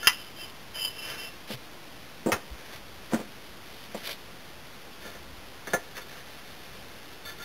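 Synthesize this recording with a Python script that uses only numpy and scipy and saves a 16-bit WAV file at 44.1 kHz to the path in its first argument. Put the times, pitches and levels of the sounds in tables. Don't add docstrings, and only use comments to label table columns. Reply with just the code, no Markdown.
import sys
import numpy as np
from scipy import signal
from scipy.fft import rfft, irfft, next_fast_len
from scipy.io import wavfile
from scipy.ndimage import map_coordinates

SR = 44100
rng = np.random.default_rng(int(sys.argv[2]) if len(sys.argv) > 2 else 0)


def master_out(mix):
    frames = np.transpose(np.atleast_2d(mix))
    ceiling = np.clip(frames, -1, 1)
    pcm = np.round(ceiling * 32767).astype(np.int16)
    wavfile.write(sys.argv[1], SR, pcm)


N = 328104
TIME = np.arange(N) / SR

# pitch in Hz, ring time (t60) in seconds,
# relative level in dB when struck, and when rubbed.
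SHARD_MODES = [(3025, 0.08, -2.5, -5), (2987, 0.09, -7.5, -4.5), (3104, 0.097, -4, 3), (3124, .025, -4, -8),
               (2887, 0.027, 6, -8)]
CHIP_MODES = [(1996, 0.1, -5.5, -22), (2715, 0.091, 1, 2.5), (2780, 0.065, -0.5, -10)]
SLAB_MODES = [(1403, 0.13, -3, -3.5), (1735, .11, -1.5, -4.5), (1793, 0.077, -3.5, -8),
              (2156, 0.076, -7, -2.5), (3546, 0.084, -4.5, 3.5)]
# pitch in Hz, ring time (t60) in seconds, relative level in dB.
BRICK_MODES = [(1180, 0.085, -3), (1415, .1, -4), (1840, 0.09, 2), (2490, .11, -7), (2560, 0.062, 3)]
STACK_MODES = [(414, 0.15, -6), (472, 0.11, -9), (523, 0.071, 2.5), (695.4, 0.075, -3.5),
               (923, 0.053, -4.5), (1227, 0.097, -19)]
BOARD_MODES = [(215, 0.081, -3), (208.2, 0.46, -23), (323, 0.098, -10)]
# frequency in Hz, gain in dB.
CLACK_EQ = [(25, -39), (60, -32), (200, -27.5), (700, -11), (1000, 2), (1700, 3), (3000, -6), (4000, 0.5)]
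THUD_EQ = [(40, -27), (140, -9.5), (210, -7.5), (500, -2), (720, -3.5), (1000, -14), (2000, -33.5),
           (4000, -48)]
RUB_EQ = [(60, -21), (250, -10.5), (550, 0.5), (1000, -2), (1900, 2), (2700, -5.5), (4000, -9), (4400, -51)]
GRIT_EQ = [(200, -16), (1200, -20), (2200, -3), (3100, 1.5), (4000, 2.5), (4400, -50)]
HUSH_EQ = [(20, -15), (60, -11), (90, 0), (140, 1.5), (300, 0), (600, -2.5), (1200, -5.5), (2500, -6.5),
           (4000, -5.5), (4400, -49)]
RUMBLE_EQ = [(12, -18), (30, -0.5), (60, 4.0), (100, -3.0), (200, -31), (600, -80)]

# start in seconds, stack thud, board boom and clack in dB,
# treble corner in Hz, loss on the first rock in dB.
BRICK_LANDINGS = [ (1.503, -31, -32.5, -54, 3000, 5.5), (2.261, -23, -17, -28, 700, 2),
                  (2.288, -22, -42, -33, 900, 16.5), (2.3196, -17, -27.5, -10.5, 1780, 6.5),
                  (3.1235, -28.5, -38.5, -34.5, 1000, 4.5), (3.1345, -22.5, -14, -21, 1210, 3),
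                  (3.192, -35, -32.5, -39.5, 900, 0.5), (3.9466, -27.5, -29.5, -33.5, 2500, 21.5), ]
# start in seconds, slab ring, stack thud and clack in dB,
# treble corner in Hz, first rocking gap in seconds.
SLAB_HITS = [ (0.03, -26, -42, -46, 1900, 0.015), (5.053, -40.5, -38, -43, 2400, 0.022),
             (5.147, -46, -45, -44, 3000, .006), (5.672, -33, -35.5, -31.5, 2200, .005),
             (5.7345, -18, -20.5, -21.5, 1600, .0055), (5.969, -50, -40.5, -30.5, 6900, 0.0094), ]
# middle and length in seconds, ring in dB.
SHARD_BRUSHES = [(0.051, 0.11, -40), (0.197, 0.15, -50.5), (0.423, 0.1, -43.5)]
# time in seconds, ring and rub in dB.
SHARD_PULLS = [
    [(0.72, -55, -54), (0.726, -59, -67.5), (0.756, -39.5, -44), (0.8, -34, -48.5), (0.834, -34.5, -56.5),
     (0.848, -33.5, -51), (0.864, -38.5, -50.5), (0.928, -54, -65), (0.93, -52, -58)],
    [(0.93, -51, -63), (0.974, -43.5, -48.5), (0.988, -44, -57), (1.094, -42, -40), (1.13, -48, -43.5),
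     (1.252, -38, -50), (1.306, -64, -55.5), (1.34, -56, -57), (1.35, -72, -57)],
]
# middle and length in seconds, coarse rub and fine grit in dB.
BRICK_SCUFFS = [ (1.516, 0.059, -44, -41), (2.669, 0.18, -52.5, -57), (2.741, 0.049, -47.5, -47),
                (3.141, 0.057, -43.5, -49.5), (3.205, 0.058, -51.5, -51.5), (3.772, .2, -68, -52),
                (3.996, .12, -50, -48), (4.085, 0.081, -42, -37), ]
# middle and length in seconds, rub and ring in dB.
SLAB_PUSHES = [ (5.082, 0.14, -52, -53.5), (5.727, 0.058, -52.5, -48), (5.969, 0.033, -47.5, -47.5),
               (6.012, 0.028, -53, -48), (6.146, .13, -51, -62), (7.282, 0.065, -49.5, -44),
               (7.431, 0.073, -49.5, -44.5), ]
# start in seconds, level in dB, pitch in Hz.
LOW_BUMPS = [(1.536, -37.5, 128), (2.32, -35, 95.5), (2.511, -34, 57.1), (5.32, -47, 55.2)]
# middle and length in seconds, level in dB.
RUMBLE_SWELLS = [(2.9, 0.28, -56.5), (5.264, 0.42, -54.5), (6.727, 0.28, -58)]

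CLINK_S, CLINK_CORNER_HZ = 0.0717, 11900
CLINK_SHARD_DB, CLINK_CHIP_DB, CLINK_CLACK_DB, CLINK_THUD_DB = -8.5, -15, -14.5, -61
BRICK_RING_DB, SIDEWAYS_BOOM_DB = -9, -12.5
PULL_RING_DB, PULL_RUB_DB = 1.4, -0.3
BRUSH_RUB_DB, SHARD_GRIT_DB, PUSH_GRIT_DB = -10, -6, -3.5
HANDOVER_S, HANDOVER_DB_PER_S, HANDOVER_LIMIT_DB = 1, 33, 6
HUSH_DB, RUMBLE_FLOOR_DB = -48.5, -62.5
CAMERA_HZ, TOP_HZ, STEPS = 8000, 15700, 128


def knocks():
    out = np.zeros(N)
    crush_age = np.arange(SR // 50) / SR / 0.000974
    thud = impulse(lambda hz: colour(THUD_EQ, hz))
    for s, thud_db, boom_db, clack_db, corner_hz, bodies in [*shard_clink(), *set_downs(), *slab_knocks()]:
        crush = rng.standard_normal(len(crush_age)) * crush_age * np.exp(-crush_age)
        crush *= amp(-2.5) / np.linalg.norm(crush)
        crush[np.argmin(np.abs(crush_age - 1))] += 1
        contact = impulse(lambda hz: colour(CLACK_EQ, hz) * (softness(hz, corner_hz) + amp(-5.5)))
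        clack = signal.fftconvolve(crush, contact)
        add(out, s - .001, amp(clack_db + 17.5) * shed_echo(clack, wet_db=1, t60=0.14))
        add(out, s, amp(thud_db + 30) * shed_echo(thud, wet_db=6.5, t60=0.15))
        stack = amp(thud_db - 1) * ring(STACK_MODES, scatter_db=-0.2)
        boards = amp(boom_db) * ring(BOARD_MODES, scatter_db=1.2)
        pieces = sum(amp(db) * ring(modes, scatter_db=1.5, corner_hz=corner_hz) for modes, db in bodies)
        ringing = low_cut(stack + boards, low_hz=181) + pieces
        add(out, s, shed_echo(ringing, wet_db=-15.5, t60=0.37))
    return out


def set_downs():
    for start, thud_db, boom_db, clack_db, corner_hz, loss_db in BRICK_LANDINGS:
        for s, db in rocking(start, gap_s=.0102, loss_db=loss_db):
            bodies = [(BRICK_MODES, clack_db + BRICK_RING_DB + db)]
            yield s, thud_db + db, boom_db + db, clack_db + db, corner_hz, bodies


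def slab_knocks():
    for start, ring_db, thud_db, clack_db, corner_hz, gap_s in SLAB_HITS:
        for s, db in rocking(start, gap_s, loss_db=1.5):
            bodies = [(SLAB_MODES, ring_db + db)]
            yield s, thud_db + db, thud_db + SIDEWAYS_BOOM_DB + db, clack_db + db, corner_hz, bodies


def shard_clink():
    for s, db in rocking(CLINK_S, gap_s=.0031, loss_db=1):
        bodies = [(SHARD_MODES, CLINK_SHARD_DB + db), (CHIP_MODES, CLINK_CHIP_DB + db)]
        thud_db = CLINK_THUD_DB + db
        yield s, thud_db, thud_db + SIDEWAYS_BOOM_DB, CLINK_CLACK_DB + db, CLINK_CORNER_HZ, bodies


def rocking(s, gap_s, loss_db, shrink=.9):
    touch = np.arange(3)
    gaps = gap_s * shrink ** touch
    return zip(s + np.cumsum(gaps) - gaps, -loss_db * touch ** 2)


def ring(modes, scatter_db, corner_hz=SR, rubbed=False):
    t = np.arange(SR // 3) / SR
    hz, t60, *levels = np.transpose(modes)[:, :, None]
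    db = levels[-1] if rubbed else levels[0]
    gains = amp(db + scatter_db * rng.standard_normal(hz.shape))
    gains *= rng.choice([-1, 1], hz.shape) * softness(hz, corner_hz)
    partials = gains * amp(-60 * t / t60) * np.sin(2 * np.pi * hz * t)
    return np.sum(partials, axis=0) / np.linalg.norm(amp(db))


def softness(hz, corner_hz):
    return 1 / np.sqrt(1 + (hz / corner_hz) ** 2)


def low_cut(x, low_hz):
    return signal.sosfilt(signal.butter(2, low_hz, "highpass", fs=SR, output="sos"), x)


def scrapes():
    shard_rub, shard_grit, shard, chip = shard_strokes()
    brick_rub, brick_grit = brick_strokes()
    slab_rub, slab_grit, slab = slab_strokes()
    powers = [shard_rub + brick_rub + slab_rub, shard_grit + brick_grit + slab_grit, shard, chip, slab]
    faces = [impulse(lambda hz: colour(eq, hz)) for eq in (RUB_EQ, GRIT_EQ)]
    pieces = [ring(modes, scatter_db=1.7, rubbed=True) for modes in (SHARD_MODES, CHIP_MODES, SLAB_MODES)]
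    out = np.zeros(N)
    for power, body in zip(powers, faces + pieces):
        damped = body * amp(-60 * np.arange(len(body)) / SR / .33)
        friction = grating(np.sqrt(power), grains_per_s=5000, spiky_db=1.53)
        out += signal.oaconvolve(friction, damped / np.linalg.norm(damped))[:N]
    return shed_echo(out, wet_db=-6, t60=0.033)[:N]


def shard_strokes():
    singing = sum(swell(*row) for row in SHARD_BRUSHES)
    rub = amp(BRUSH_RUB_DB) ** 2 * singing
    for pull in SHARD_PULLS:
        s, ring_db, rub_db = np.transpose(pull)
        sliding = (TIME >= s[0]) & (TIME < s[-1])
        singing += sliding * amp(np.interp(TIME, s, ring_db) + PULL_RING_DB) ** 2
        rub += sliding * amp(np.interp(TIME, s, rub_db) + PULL_RUB_DB) ** 2
    chip_lead_db = np.clip(HANDOVER_DB_PER_S * (TIME - HANDOVER_S), -HANDOVER_LIMIT_DB, HANDOVER_LIMIT_DB)
    shard = singing / (1 + amp(chip_lead_db) ** 2)
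    return rub, amp(SHARD_GRIT_DB) ** 2 * rub, shard, singing - shard


def brick_strokes():
    rub = sum(swell(s, length, db) for s, length, db, _ in BRICK_SCUFFS)
    grit = sum(swell(s, length, db) for s, length, _, db in BRICK_SCUFFS)
    return rub, grit


def slab_strokes():
    shuffle = swell(middle_s=6.69, length_s=1, db=-58) * amp(2.5 * wobble(per_s=18)) ** 2
    rub = shuffle + sum(swell(s, length, db) for s, length, db, _ in SLAB_PUSHES)
    singing = amp(-3) ** 2 * shuffle + sum(swell(s, length, db) for s, length, _, db in SLAB_PUSHES)
    return rub, amp(PUSH_GRIT_DB) ** 2 * rub + shuffle, singing


def grating(pressure, grains_per_s, spiky_db):
    slips = (rng.random(N) < grains_per_s / SR) * rng.standard_normal(N)
    return pressure * unit(slips * amp(spiky_db * wobble(per_s=160)))


def shed_echo(x, wet_db, t60):
    t = np.arange(SR // 3) / SR
    echo = rng.standard_normal(len(t)) * amp(-60 * t / t60) * (1 - np.exp(-t / 0.0015))
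    echo *= amp(wet_db) / np.linalg.norm(echo)
    echo[0] += 1
    return signal.fftconvolve(x, echo)


def bumps():
    out, t = np.zeros(N), np.arange(SR // 4) / SR
    age = t / .011
    for s, db, hz in LOW_BUMPS:
        add(out, s, amp(db) * age * np.exp(1 - age) * np.sin(2 * np.pi * hz * t))
    return out


def background():
    hush = unit(filtered(rng.standard_normal(N), lambda hz: colour(HUSH_EQ, hz)))
    rumble = unit(filtered(rng.standard_normal(N), lambda hz: colour(RUMBLE_EQ, hz)))
    rumble_power = amp(RUMBLE_FLOOR_DB) ** 2 + sum(swell(*row) for row in RUMBLE_SWELLS)
    return amp(HUSH_DB) * hush + np.sqrt(rumble_power) * rumble


def amp(db):
    return 10 ** (np.asarray(db) / 20)


def unit(x):
    return x / np.sqrt(np.mean(x ** 2) + 1e-20)


def colour(eq, hz):
    points_hz, db = np.transpose(eq)
    return amp(np.interp(np.log(hz + 1), np.log(points_hz), db))


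def filtered(x, response):
    size = next_fast_len(len(x) + 8192)
    return irfft(rfft(x, size) * response(np.fft.rfftfreq(size, 1 / SR)), size)[:len(x)]


def impulse(response, size=4096):
    cepstrum = irfft(np.log(response(np.fft.rfftfreq(size, 1 / SR)) + 1e-6))
    cepstrum[1:size // 2] *= 2
    cepstrum[size // 2 + 1:] = 0
    return irfft(np.exp(rfft(cepstrum)))


def swell(middle_s, length_s, db):
    power, near = np.zeros(N), np.abs(TIME - middle_s) < 2 * length_s
    power[near] = amp(db) ** 2 * np.exp(-np.abs(2 * (TIME[near] - middle_s) / length_s) ** 3)
    return power


def wobble(per_s):
    return map_coordinates(rng.standard_normal(int(N * per_s / SR) + 4), [TIME * per_s])


def add(track, s, sound):
    part = track[max(round(s * SR), 0):][:len(sound)]
    part += sound[:len(part)]


def scene():
    return (knocks() + scrapes() + bumps() + background())[None]


def record(dry):
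    samples = signal.resample_poly(dry[0], CAMERA_HZ, SR)
    stepped = np.floor(np.clip(samples, -1, 1) * STEPS) / STEPS
    held = stepped[np.arange(N) * CAMERA_HZ // SR]
    return filtered(held, lambda hz: hz < TOP_HZ)[None]


dry = scene()
out = record(dry)
master_out(out)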